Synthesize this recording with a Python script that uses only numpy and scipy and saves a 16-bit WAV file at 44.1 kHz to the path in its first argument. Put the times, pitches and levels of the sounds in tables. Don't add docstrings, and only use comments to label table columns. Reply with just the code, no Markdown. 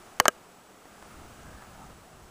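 import sys
import numpy as np
from scipy import signal
from scipy.fft import rfft, irfft
from scipy.io import wavfile
from scipy.ndimage import uniform_filter1d

SR = 44100
rng = np.random.default_rng(int(sys.argv[2]) if len(sys.argv) > 2 else 0)


def to_wav(sig):
    pcm = np.clip(np.atleast_2d(sig), -1, 1) * 32767
    pcm = np.round(pcm).astype(np.int16)
    wavfile.write(sys.argv[1], SR, pcm.T)


N = 101429

# start in seconds, crack level in dB, crack hold in seconds, thud level in dB,
# rebound delay in ms, rebound level in dB relative to the contact.
CLICKS = [(0.1999, -11.5, 0.0013, -22.5, 1.36, -11), (0.2549, -32, 0.00092, -21, 2.42, -13),
          (0.2811, -8, 0.0008, -24, 0.56, -34)]
# frequency in Hz, t60 in seconds, level in dB for click 1, 2 and 3 (each on another spot). The last,
# very short row is the sharp contact pulse itself rather than a ringing mode.
BODY_MODES = [(218, 0.029, -25.5, -44, -21.5), (407, 0.031, -15, -38, -22.5), (495.4, .15, -28, -38, -49),
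              (620, 0.026, -15.5, -17, -10.5), (836, 0.013, -9.5, -19, -21), (1105, 0.016, 0, -11.5, -9.5),
              (1273, 0.028, -26, -14.5, -9), (1606, 0.028, -17.5, -18.5, -9.5),
              (1810, 0.019, -7.5, -22, -27), (2190, 0.0097, -24, -21, -19.5), (2875, 0.21, -62, -62, -53.5),
              (3023, .012, -9.5, -27, -8), (4360, 0.0078, -11.5, -23, -25), (6360, 0.012, -26.5, -24, -13),
              (7250, 0.012, -36, -30, -11), (8020, 0.0013, 0, -18.5, 0)]
# frequency in Hz, relative density in dB.
CRACK_SPECTRUM = [(300, 0), (2000, 1), (3800, -10.5), (6300, -1), (9000, -8), (12000, -9), (15000, -12)]
# frequency in Hz, relative density in dB.
THUD_SPECTRUM = [(40, -18), (100, -1.5), (250, -4.5), (500, 3.5), (900, 3), (1700, 1.5), (2800, -19),
                 (7000, -26), (15000, -52)]


def clicks(low_cut_hz=129, rise_s=0.00011, crack_t60_s=0.0079, thud_hold_s=0.003, thud_t60_s=0.033):
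    t, out = np.arange(N) / SR, 0
    low_cut = signal.butter(2, low_cut_hz, "high", fs=SR, output="sos")
    for k, (start_s, crack_db, crack_hold_s, thud_db, rebound_ms, rebound_db) in enumerate(CLICKS):
        modes = [(hz, spot_db[k], t60_s) for hz, t60_s, *spot_db in BODY_MODES]
        rebound = undb(rebound_db) * ring(start_s + rebound_ms / 1000, modes)
        body = signal.sosfilt(low_cut, ring(start_s, modes) + rebound)
        thud = undb(thud_db) * noise(THUD_SPECTRUM) * burst(start_s, thud_hold_s, thud_t60_s)
        crack = undb(crack_db) * noise(CRACK_SPECTRUM) * burst(start_s, crack_hold_s, crack_t60_s)
        push = np.clip((t - start_s) / rise_s, 0, 1)
        out = out + body + push * (thud + crack)
    return out


def ring(start_s, modes):
    t = np.arange(N) / SR - start_s
    live = (t > 0) & (t < 0.5)
    out = np.zeros(N)
    for k, (hz, db, t60_s) in enumerate(modes):
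        decay = np.exp(-np.log(1000) * t[live] / t60_s)
        out[live] += (-1) ** k * undb(db) * np.sin(2 * np.pi * hz * t[live]) * decay
    return out


# time in seconds, gain on the grass hiss in dB.
BREEZE_STRENGTH = [(0, -3.5), (.17, -3.5), (.4, -10), (.75, -12.5), (.92, -5.5), (1.12, -2), (1.35, -2),
                   (1.52, -2.5), (1.85, -3), (2.05, -8.5), (2.3, -8.5)]
# frequency in Hz, relative density in dB.
GRASS_SPECTRUM = [(100, -2.5), (300, -1.5), (520, -5), (760, 0.5), (1000, -5), (1300, -0.5), (1620, -9),
                  (1850, -10.5), (3000, -13), (4200, -18), (7000, -16.5), (10500, -19.5), (12200, -35.5),
                  (15000, -19)]
# time in seconds, level in dB.
BUFFET_LEVEL = [(0, -73), (.3, -73), (.45, -76), (.8, -77), (1.03, -60), (1.17, -54), (1.3, -55),
                (1.38, -60), (1.51, -48.5), (1.65, -55.5), (1.88, -49), (2.07, -57.5), (2.3, -57)]
# frequency in Hz, relative density in dB.
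BUFFET_SPECTRUM = [(15, -3.5), (45, -0.5), (130, -3), (250, -10.5), (600, -33), (2000, -82)]


def wind(grass_db=-50, flutter_db=-0.04, eddy_db=2.5):
    rush = undb(grass_db + flutter_db * drift(22)) * curve(BREEZE_STRENGTH) * noise(GRASS_SPECTRUM)
    rumble = undb(eddy_db * drift(19)) * curve(BUFFET_LEVEL) * noise(BUFFET_SPECTRUM)
    return rush + rumble


# start in seconds, snap level in dB, bump level in dB.
TICKS = [(0.4560, -64, -55), (0.8551, -49, -43.5), (1.0252, -43, -42), (1.4333, -47, -60),
         (1.6226, -46, -42), (1.9000, -55, -43.5)]
# frequency in Hz, relative density in dB.
SNAP_SPECTRUM = [(400, 3), (2000, 0), (4000, -3), (6500, -1), (9000, -7), (14000, -19)]
# frequency in Hz, relative density in dB.
BUMP_SPECTRUM = [(60, -16), (300, 1), (700, 0), (2000, -5), (3000, -26), (6000, -37)]


def ticks(snap_t60_s=0.0035, bump_t60_s=0.042):
    snap, bump = noise(SNAP_SPECTRUM), noise(BUMP_SPECTRUM)
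    out = np.zeros(N)
    for start_s, snap_db, bump_db in TICKS:
        out += undb(snap_db) * snap * burst(start_s, 0, snap_t60_s)
        out += undb(bump_db) * bump * burst(start_s, 0, bump_t60_s)
    return out


# peak time in seconds, Gaussian sigma in seconds, centre frequency in Hz, level in dB.
SWELLS = [(0.965, .05, 1630, -62.5), (1.115, 0.034, 1300, -59), (1.482, 0.093, 1570, -59),
          (1.64, 0.09, 1700, -61), (1.825, 0.039, 810, -55), (1.833, 0.019, 1250, -56),
          (2.07, 0.047, 700, -60)]


def swells(width_hz=250):
    t, out = np.arange(N) / SR, 0
    baseband = drift(width_hz) + 1j * drift(width_hz)
    for peak_s, sigma_s, hz, db in SWELLS:
        envelope = np.exp(-((t - peak_s) / sigma_s) ** 2 / 2)
        band = (baseband * np.exp(2j * np.pi * hz * t)).real
        out = out + undb(db) * envelope * band
    return out


def whine(centre_hz=7860, beat_hz=31, tone_db=-76, wander_rad=0.31):
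    t, out = np.arange(N) / SR, 0
    for hz in (centre_hz - beat_hz / 2, centre_hz + beat_hz / 2):
        out = out + np.sin(2 * np.pi * hz * t + wander_rad * drift(12))
    return undb(tone_db) * np.sqrt(2) * out


# frequency in Hz, relative density in dB.
OUTDOOR_SPECTRUM = [(20, -30), (120, -15), (190, 1), (270, -4.5), (390, -1.5), (500, -3.5), (740, -2),
                    (980, -5.5), (1300, -5), (1800, -12), (3000, -19), (6000, -38.5)]
# frequency in Hz, relative density in dB.
HISS_SPECTRUM = [(200, 2), (4000, -2.5), (7000, -1.5), (10500, -5), (12200, -16), (13600, -4.5),
                 (15000, -7.5)]


def background(outdoor_db=-56, waver_db=0.35, hiss_db=-61):
    outdoors = undb(outdoor_db + waver_db * drift(2.3)) * noise(OUTDOOR_SPECTRUM)
    return outdoors + undb(hiss_db) * noise(HISS_SPECTRUM)


def undb(db):
    return 10 ** (np.asarray(db) / 20)


def curve(rows):
    times_s, db = np.array(rows).T
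    return undb(np.interp(np.arange(N) / SR, times_s, db))


def noise(spectrum):
    hz, db = np.array(spectrum).T
    bins_hz = np.maximum(np.arange(N // 2 + 1) * SR / N, 1)
    gain = undb(np.interp(np.log(bins_hz), np.log(hz), db))
    shaped = irfft(rfft(rng.standard_normal(N)) * gain, N)
    return shaped / shaped.std()


def drift(rate_hz):
    window = max(int(SR / rate_hz), 2)
    smooth = rng.standard_normal(N)
    for _ in range(2):
        smooth = uniform_filter1d(smooth, window, mode="wrap")
    return (smooth - smooth.mean()) / smooth.std()


def burst(start_s, hold_s, t60_s):
    t = np.arange(N) / SR - start_s
    return (t >= 0) * np.exp(-np.log(1000) * np.clip((t - hold_s) / t60_s, 0, 10))


def scene():
    return (clicks() + ticks() + wind() + swells() + whine() + background())[None]


def record(dry, ceiling=0.7, knee=3, top_hz=15300):
    limited = dry / (1 + np.abs(dry / ceiling) ** knee) ** (1 / knee)
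    low_pass = signal.ellip(10, 0.2, 70, top_hz, fs=SR, output="sos")
    return signal.sosfilt(low_pass, limited)


dry = scene()
out = record(dry)
to_wav(out)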